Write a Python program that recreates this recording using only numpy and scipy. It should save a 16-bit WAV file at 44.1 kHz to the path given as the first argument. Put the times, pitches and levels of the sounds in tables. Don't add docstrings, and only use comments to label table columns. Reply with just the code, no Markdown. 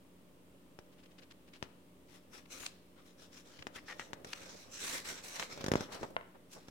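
import sys
import numpy as np
from scipy import signal
from scipy.fft import rfft, irfft, next_fast_len
from scipy.io import wavfile
from scipy.ndimage import uniform_filter1d

SR = 44100
rng = np.random.default_rng(int(sys.argv[2]) if len(sys.argv) > 2 else 0)


def transcribe(signal):
    frames = np.atleast_2d(signal).T
    limited = np.clip(frames, -1, 1)
    pcm = np.round(limited * 32767).astype(np.int16)
    wavfile.write(sys.argv[1], SR, pcm)


N = 295835
TIME = np.arange(N) / SR
BINS = np.maximum(np.fft.rfftfreq(next_fast_len(N, True), 1 / SR), 1)
FLAT = [(100, 0), (16000, 0)]   # freq_hz, level_db


# start_s, end_s, friction_db, swell_db over the stroke,
# edge_hiss_db re friction
SLIDE_STROKES = [(2.085, 2.151, -61.5, 14, -8.5), (2.339, 2.379, -52.5, -2, -7), (2.516, 2.662, -51, 1, 0),
                 (2.967, 3.004, -63.5, 4, -21), (3.061, 3.114, -66, -6, -3.5), (3.189, 3.225, -60, 9, -0.5),
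                 (3.332, 3.378, -58, 4, 0), (3.462, 3.608, -60, 0, -5.5), (3.762, 3.772, -48, -10, -9.5),
                 (3.879, 3.925, -51.5, -1, -8.5), (3.998, 4.082, -55.5, -13, -6.5),
                 (4.272, 4.471, -52, 5, -6), (4.497, 4.64, -55.5, -6, -3), (4.63, 4.714, -60.5, -3, -19),
                 (4.725, 4.823, -51.5, 4.5, 3.5), (4.819, 4.979, -43.5, 3.5, 0.5),
                 (5.051, 5.112, -45, 5, 1), (5.154, 5.19, -51.5, 6, -6.5), (5.242, 5.345, -49, -0.5, -1.5),
                 (5.353, 5.426, -43, 4, -4.5), (5.508, 5.526, -48.5, 4.5, -4), (5.58, 5.627, -49, 2.5, -16),
                 (5.765, 5.826, -47.5, 3.5, -10.5), (5.925, 5.945, -47, -0.5, -4.5),
                 (6.006, 6.066, -56.5, -7, -3.5), (6.531, 6.549, -57, -6, 6.5),
                 (6.58, 6.685, -64.5, -3, -7)]
STROKE_ATTACK_S, STROKE_RELEASE_S = 0.011, 0.03


def strokes():
    t = TIME[::32]
    friction_power, edge_power = 0, 0
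    for start_s, end_s, friction_db, swell_db, edge_hiss_db in SLIDE_STROKES:
        progress = np.clip((t - start_s) / max(end_s - start_s, .005), 0, 1)
        before = np.maximum(start_s - t, 0) / STROKE_ATTACK_S
        after = np.maximum(t - end_s, 0) / STROKE_RELEASE_S
        gain = from_db(friction_db + swell_db * (progress - .5)) * np.exp(-before - after)
        friction_power = friction_power + gain ** 2
        edge_power = edge_power + (gain * from_db(edge_hiss_db)) ** 2
    return [np.interp(TIME, t, np.sqrt(power)) for power in (friction_power, edge_power)]


# (per Hz, relative)
RUB_COLOUR = [(150, -7), (300, -2.5), (550, -5.5), (850, 3.5), (1300, 3), (1850, -2.5), (2700, 2.5),
              (3700, 0), (4600, 2), (5800, 3), (7300, 0), (8600, -5), (11500, -9.5), (15500, -15)]
# freq_hz, likeness (0 to 1)
PAPER_ALIKE = [(100, 0.22), (350, 0.58), (550, 0.74), (680, 0), (1200, 0), (1900, 0.1), (12000, 0.091)]
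# time_s, left_minus_right_db
RUB_PAN = [(2.3, 5.5), (3.4, 3.5), (4.6, -1), (5.4, 0), (6.0, 1.5)]


def slides(stroke_gain, edge_gain, grip_db=1.7, grip_hz=70, edge_hz=4600,
           arch_hz=1850, arch_db=-12, arch_from_s=4.8, arch_to_s=5.15):
    fine_grain = fibres(per_s=26000, spread_db=0.5)
    coarse_snags = from_db(-11) * fibres(per_s=900, spread_db=1.7)
    friction = coloured(fine_grain + coarse_snags, RUB_COLOUR, PAPER_ALIKE)
    friction = rms_one(desk_echo(friction))
    arched = uniform_filter1d(1. * ((TIME > arch_from_s) & (TIME < arch_to_s)), size=2000)
    resonance = rms_one(butter(friction, [arch_hz / 1.2, arch_hz * 1.2], "band", order=1))
    friction = friction + from_db(arch_db) * arched * resonance
    friction = rms_one(sheet_modes(friction)) * from_db(grip_db * drift(grip_hz))
    dull = shape(friction, 1 / (1 + (BINS / edge_hz) ** 4))
    edge_hiss = friction - dull
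    pan_db = np.interp(TIME, *np.transpose(RUB_PAN))
    return panned(pan_db) * (stroke_gain * dull + edge_gain * edge_hiss)


# time_s, pulse_gain_db, near_port_width_ms,
# shiver_db re pulse gain, thump_db re pulse gain
BUCKLES = [(0.7892, -34.5, 0.084, -17, -12), (1.6266, -19.5, 0.035, -23.5, -16),
           (3.6691, -23, 0.098, -19.5, -20), (3.9963, -30.5, 0.095, -13, -25),
           (4.1324, -22, .065, -19.5, -24), (4.2464, -32, 0.075, -10, -13), (5.3968, -17, 0.03, -16.5, -45),
           (5.5758, -34, .2, -13.5, -12), (5.6088, -31.5, .12, -14, -5), (5.642, -25.5, 0.1, -12, -2.5),
           (5.6629, -22.5, .14, -12, -9), (5.683, -19.5, 0.13, -16.5, -4.5), (5.7172, -12, 0.11, -19, -7),
           (5.7374, -12, .12, -25, -10), (5.7555, -10.5, 0.18, -24.5, -9.5),
           (5.8077, -24.5, 0.56, -13.5, -4), (6.0312, -26.5, 0.073, -18, -7),
           (6.6838, -36.5, 0.029, -13.5, -6.5)]
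# (per Hz, relative)
SHIVER_SPECTRUM = [(150, -15), (300, -16), (500, -2), (900, 3), (1800, -7), (3000, -11), (4500, -11.5),
                   (6000, -7), (8000, -18.5), (15500, -31)]
FULL_THUMP_LOW_CUT_HZ, THUMP_DB_PER_OCTAVE = 180, 17.5
SWING_S = 5.5
CORNER_PAN_DB, CORNER_LAG_MS = 12.5, 0.32
SWING_PAN_DB, SWING_LAG_MS = .5, 0.29


def snaps(shiver_s=0.0048, linger_s=0.009, linger_db=-17, far_port_widening=3.0,
          thump_ms=0.92, thump_hz=70, top_hz=5500):
    shiver = coloured(rng.standard_normal((2, N)), SHIVER_SPECTRUM, PAPER_ALIKE)
    shiver = rms_one(desk_echo(shiver, echo=0.23))
    out = np.zeros((2, N))
    for time_s, pulse_gain_db, width_ms, shiver_db, thump_db in BUCKLES:
        at_corner = time_s < SWING_S
        pan_db, lag_ms = (CORNER_PAN_DB, CORNER_LAG_MS) if at_corner else (SWING_PAN_DB, SWING_LAG_MS)
        low_hz = min(FULL_THUMP_LOW_CUT_HZ * 2 ** (-thump_db / THUMP_DB_PER_OCTAVE), top_hz / 2)
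        at = np.flatnonzero((TIME > time_s - .005) & (TIME < time_s + .12))
        t_s = TIME[at] - time_s
        t_ms = t_s * 1000
        port_times_ms = np.array([t_ms, (t_ms - lag_ms) / far_port_widening])
        cusp = -np.exp(-abs(port_times_ms) / width_ms)
        cusp = butter(butter(cusp, low_hz, "high", order=1), top_hz, "low", order=3)
        push = np.maximum(t_ms, 0) / thump_ms
        thump = from_db(thump_db) * butter((push * np.exp(1 - push)) ** 2, thump_hz, "high")
        pulse = (cusp + thump) * panned(pan_db)
        decay = np.exp(-abs(t_s) / shiver_s) + from_db(linger_db) * np.exp(-abs(t_s) / linger_s)
        shaking = from_db(shiver_db) * (t_s > 0) * decay * shiver[:, at]
        out[:, at] += from_db(pulse_gain_db) * (pulse + shaking)
    return out


# time_s, blow_db
LANDINGS = [(6.1657, -26.5), (6.1670, -31.5), (6.2110, -45.5)]
# freq_hz, level_db, t60_s
EDGE_MODES = [(510, -11, 0.021), (680, -4.5, 0.019), (1080, 1, 0.024), (1400, 1.5, 0.0075),
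              (1900, 3, 0.0096), (2650, -6.5, 0.014), (3230, -19, 0.022)]


def knocks(lag_s=0.00026, pan_db=2, low_hz=380, top_hz=3800):
    blows = np.zeros(N)
    for time_s, blow_db in LANDINGS:
        blows[round(time_s * SR)] = -from_db(blow_db)
    modes = sum(from_db(level_db) * ring(blows, hz, t60_s) for hz, level_db, t60_s in EDGE_MODES)
    left = butter(modes, [low_hz, top_hz], "band")
    right = np.interp(TIME - lag_s, TIME, left)
    return np.array([left, right]) * panned(pan_db)


# start_s, end_s, level_db, fade_db (gain change over the stroke)
SLIP_STROKES = [(3.758, 3.792, -53.5, 2), (3.882, 3.932, -47.5, 0), (3.996, 4.027, -47.5, -7)]
JUDDER_HZ = 1870


def judders(slips_per_s=750, unevenness=.35, spread_db=2.5, ring_t60_s=0.0051,
            scratch_db=-6, scratch_hz=3400, pan_db=2):
    out = np.zeros((2, N))
    for start_s, end_s, level_db, fade_db in SLIP_STROKES:
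        length_s = max(end_s - start_s, .005)
        gaps, sizes = rng.standard_normal((2, 60))
        when_s = np.cumsum(np.exp(unevenness * gaps)) / slips_per_s
        when_s -= when_s[0]
        live = when_s < length_s
        slips = np.zeros(SR // 10)
        slip_db = spread_db * sizes[live] + fade_db * when_s[live] / length_s
        slips[(when_s[live] * SR).astype(int)] = from_db(slip_db)
        tone = rms_one(butter(ring(slips, JUDDER_HZ, ring_t60_s), 670, "high"))
        contact = signal.lfilter([1], [1, -.97], slips)
        scratch = butter(contact * rng.standard_normal((2, len(slips))), [350, scratch_hz], "band")
        sound = rms_one(tone + from_db(scratch_db) * rms_one(scratch))
        sound = sound * np.sqrt(length_s * SR / len(slips))
        add(out, start_s, sound * from_db(level_db) * panned(pan_db))
    return out


# loudest_s, sigma_ms, level_db
CORNER_BRUSHES = [(0.932, 6.1, -64), (0.995, 13, -64), (1.039, 6, -60), (1.061, 4.4, -59),
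                  (1.118, 6.4, -61.5), (1.192, 7, -53.5), (1.232, 9, -56.5), (1.311, 3.5, -53),
                  (1.321, 2.7, -51.5), (1.484, 8.6, -61), (1.538, 3, -51.5), (1.559, 13, -55.5),
                  (1.641, 12, -56)]
BRUSH_HZ, BRUSH_PAN_DB = 3000, 2.5


def brushes(grains):
    return sum(swell(grains, loudest_s, sigma_ms, level_db, BRUSH_HZ, BRUSH_PAN_DB)
               for loudest_s, sigma_ms, level_db in CORNER_BRUSHES)


# loudest_s, level_db, centre_hz, left_minus_right_db
EDGE_CRACKLES = [(2.459, -52, 2450, 5), (2.604, -44, 5860, -3), (2.636, -44, 1890, 3),
                 (2.664, -34.5, 4200, 0), (3.592, -49, 2640, 4), (3.626, -39, 2200, -1),
                 (4.334, -32, 3240, -2), (5.360, -40, 4930, -7), (5.399, -52, 2020, -2),
                 (5.427, -30, 1840, -3), (5.614, -42.5, 3720, -8), (5.769, -45, 3500, -4),
                 (5.809, -49, 4440, -5)]
CRACKLE_SIGMA_MS = 2.35


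def crackles(grains):
    return sum(swell(grains, loudest_s, CRACKLE_SIGMA_MS, level_db, centre_hz, pan_db)
               for loudest_s, level_db, centre_hz, pan_db in EDGE_CRACKLES)


# loudest_s, sigma_ms, level_db, centre_hz
FLAPS_AND_THUMPS = [(2.607, 13, -57.5, 110), (3.600, 12, -50, 90.5), (4.165, 24, -59, 620),
                    (5.945, 47, -46, 820), (6.017, 4.7, -38, 267), (6.040, 9.5, -35, 706),
                    (6.358, 7.5, -49.5, 740), (6.571, 16, -49.5, 550)]
FLAP_PAN_DB = 2


def flaps_and_thumps(grains):
    return sum(swell(grains, loudest_s, sigma_ms, level_db, centre_hz, FLAP_PAN_DB)
               for loudest_s, sigma_ms, level_db, centre_hz in FLAPS_AND_THUMPS)


# time_s, level_db
LIFTED_WOBBLE = [(3.45, -71), (3.7, -68), (4.42, -57), (4.7, -66.5), (5.25, -70), (5.42, -60), (5.54, -58),
                 (5.78, -49), (5.88, -60.5), (6.14, -57.5), (6.3, -69)]
# (per Hz, relative)
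WOBBLE_SPECTRUM = [(20, -38), (40, -3), (100, 0), (200, -1), (330, -0.5), (550, 4.5), (750, -5.5),
                   (1300, -13), (2500, -30)]


def wobble(stroke_gain, stroke_db=-15, flutter_db=4.0, flutter_hz=32):
    time_s, level_db = np.transpose(LIFTED_WOBBLE)
    lifted = from_db(np.interp(TIME, time_s, level_db)) * (TIME > time_s[0]) * (TIME < time_s[-1])
    gain = np.hypot(lifted, from_db(stroke_db) * stroke_gain)
    air = coloured(rng.standard_normal((2, N)), WOBBLE_SPECTRUM, PAPER_ALIKE)
    return gain * rms_one(air * from_db(flutter_db * drift(flutter_hz)))


# freq_hz, likeness (0 to 1)
ROOM_ALIKE = [(30, 0.7), (250, 0.76), (500, 0.97), (700, 0), (12000, 0)]
# freq_hz, t60_s
ROOM_DECAY = [(100, 0.44), (500, 0.43), (2800, 0.62), (5000, 0.78), (12000, 0.07)]
ROOM_WET_DB = -20


def room(x, first_echo_s=0.0049, dull_hz=3000):
    t = TIME[:SR // 2]
    edges_hz = np.geomspace(60, 16000, 17)
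    noise = coloured(rng.standard_normal((2, N)), FLAT, ROOM_ALIKE)[:, :len(t)]
    t60s = np.interp(np.sqrt(edges_hz[:-1] * edges_hz[1:]), BINS, at_hz(ROOM_DECAY))
    tail = 0
    for k, t60_s in enumerate(t60s):
        band = butter(noise, edges_hz[k:k + 2], "band") * from_db(-60 * t / t60_s)
        tail = tail + (-1) ** k * band
    tail = butter(tail, dull_hz, "low", order=1) * (t > first_echo_s)
    tail = rms_one(tail) / np.sqrt(len(t))
    return from_db(ROOM_WET_DB) * signal.fftconvolve(x, tail, axes=1)[:, :N]


# (per Hz, relative)
AIR_COLOUR = [(25, -25), (50, -3), (90, -2.5), (130, -3), (180, -0.5), (300, -3), (550, -5), (720, -12),
              (1100, -12.5), (1500, -19), (3200, -19.5), (4500, -25), (7200, -27), (8800, -24.5),
              (11000, -27), (15500, -27.5)]
# (rms, before hum_trim_db)
FAN_LINES = [(180, -70), (240, -77.5), (269, -72), (301, -72.5), (361, -76.5), (600, -78.5)]


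def fan(air_db=-63.5, hum_trim_db=-1, waver_rad=0.4, waver_hz=2):
    air = from_db(air_db) * coloured(rng.standard_normal((2, N)), AIR_COLOUR, ROOM_ALIKE)
    lines = 0
    for freq_hz, level_db in FAN_LINES:
        phase = 2 * np.pi * freq_hz * TIME + waver_rad * drift(waver_hz)
        lines = lines + from_db(level_db + hum_trim_db) * np.sqrt(2) * np.sin(phase)
    return air + lines


def fibres(per_s, spread_db):
    caught = rng.random(N) < per_s / SR
    sizes = from_db(spread_db * np.minimum(rng.exponential(1, N), 4))
    return rms_one(caught * sizes * rng.standard_normal((2, N)))


def swell(grains, loudest_s, sigma_ms, level_db, hz, pan_db, breadth=2.64, top_ratio=1.44):
    out = np.zeros((2, N))
    at = np.flatnonzero(abs(TIME - loudest_s) < .06)
    rub = rms_one(butter(grains[:, at], [hz / breadth, hz * breadth], "band", order=1))
    rub = butter(rub, hz * top_ratio, "low")
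    envelope = np.exp(-.5 * ((TIME[at] - loudest_s) * 1000 / sigma_ms) ** 2)
    out[:, at] = from_db(level_db) * panned(pan_db) * rub * envelope
    return out


def desk_echo(x, delay_s=0.000528, echo=0.33, sway=0.062, sway_hz=2.1):
    def with_echo(side):
        path_s = delay_s * (1 + sway * drift(sway_hz))
        return side + echo * np.interp(TIME - path_s, TIME, side)
    return np.array([with_echo(side) for side in x])


def sheet_modes(x, ripple_db=2.5, ripple_hz=5, count=22):
    place = np.clip(np.log(BINS / 500) / np.log(9000 / 500), 0, 1) * (count - 1)
    size = next_fast_len(N, True)
    spectrum = rfft(x, size)
    out = 0
    for k in range(count):
        band = irfft(spectrum * np.maximum(1 - abs(place - k), 0), size)[:, :N]
        out = out + band * from_db(ripple_db * drift(ripple_hz))
    return out


def ring(x, hz, t60_s):
    r, w = from_db(-60 / (t60_s * SR)), 2 * np.pi * hz / SR
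    return signal.lfilter([0, np.sin(w)], [1, -2 * r * np.cos(w), r * r], x + 1e-18)


def coloured(source, colour, likeness):
    gain = from_db(at_hz(colour))
    alike = np.clip(at_hz(likeness), 0, .99)
    mid, side = shape(source, gain * np.sqrt([1 + alike, 1 - alike]))
    return rms_one(np.array([mid + side, mid - side]))


def drift(hz):
    return rms_one(shape(rng.standard_normal(N), 1 / (1 + (BINS / hz) ** 2)))


def from_db(db):
    return 10 ** (np.asarray(db) / 20)


def rms_one(x):
    return x / np.sqrt(np.mean(x ** 2) + 1e-20)


def at_hz(points):
    hz, value = np.transpose(points)
    return np.interp(np.log(BINS), np.log(hz), value)


def shape(x, gain):
    size = next_fast_len(N, True)
    return irfft(rfft(x, size) * gain, size)[..., :N]


def butter(x, hz, kind, order=2):
    sos = signal.butter(order, np.clip(hz, 10, .45 * SR), kind, fs=SR, output="sos")
    return signal.sosfilt(sos, x)


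def panned(pan_db):
    return from_db(np.array([[.5], [-.5]]) * pan_db)


def add(out, start_s, sound):
    i = int(round(start_s * SR))
    out[:, i:i + sound.shape[-1]] += sound[..., :N - i]


def scene():
    stroke_gain, edge_gain = strokes()
    grains = coloured(fibres(per_s=5000, spread_db=2.5), FLAT, PAPER_ALIKE)
    paper = slides(stroke_gain, edge_gain) + snaps() + knocks() + judders()
    paper = paper + brushes(grains) + crackles(grains) + flaps_and_thumps(grains) + wobble(stroke_gain)
    return paper + room(paper) + fan()


# freq_hz, q, left_minus_right_db
PORT_PEAKS = [(530, 4.1, -9), (1860, 4.7, 4.5), (2840, 5.9, 6.5), (4130, 2.1, -1.5), (7680, 6, -13.5),
              (8320, 3.8, 9)]
CUTOFF_HZ = 15900


def port(x, sign):
    for freq_hz, q, difference_db in PORT_PEAKS:
        w = 2 * np.pi * freq_hz / SR
        a = from_db(sign * difference_db / 2) ** .5
        k = np.sin(w) / (2 * q)
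        x = signal.lfilter([1 + k * a, -2 * np.cos(w), 1 - k * a],
                           [1 + k / a, -2 * np.cos(w), 1 - k / a], x)
    return x


def record(dry):
    heard = np.array([port(dry[0], 1), port(dry[1], -1)]) - .0005
    return signal.sosfilt(signal.ellip(10, .1, 70, CUTOFF_HZ, fs=SR, output="sos"), heard)


dry = scene()
out = record(dry)
transcribe(out)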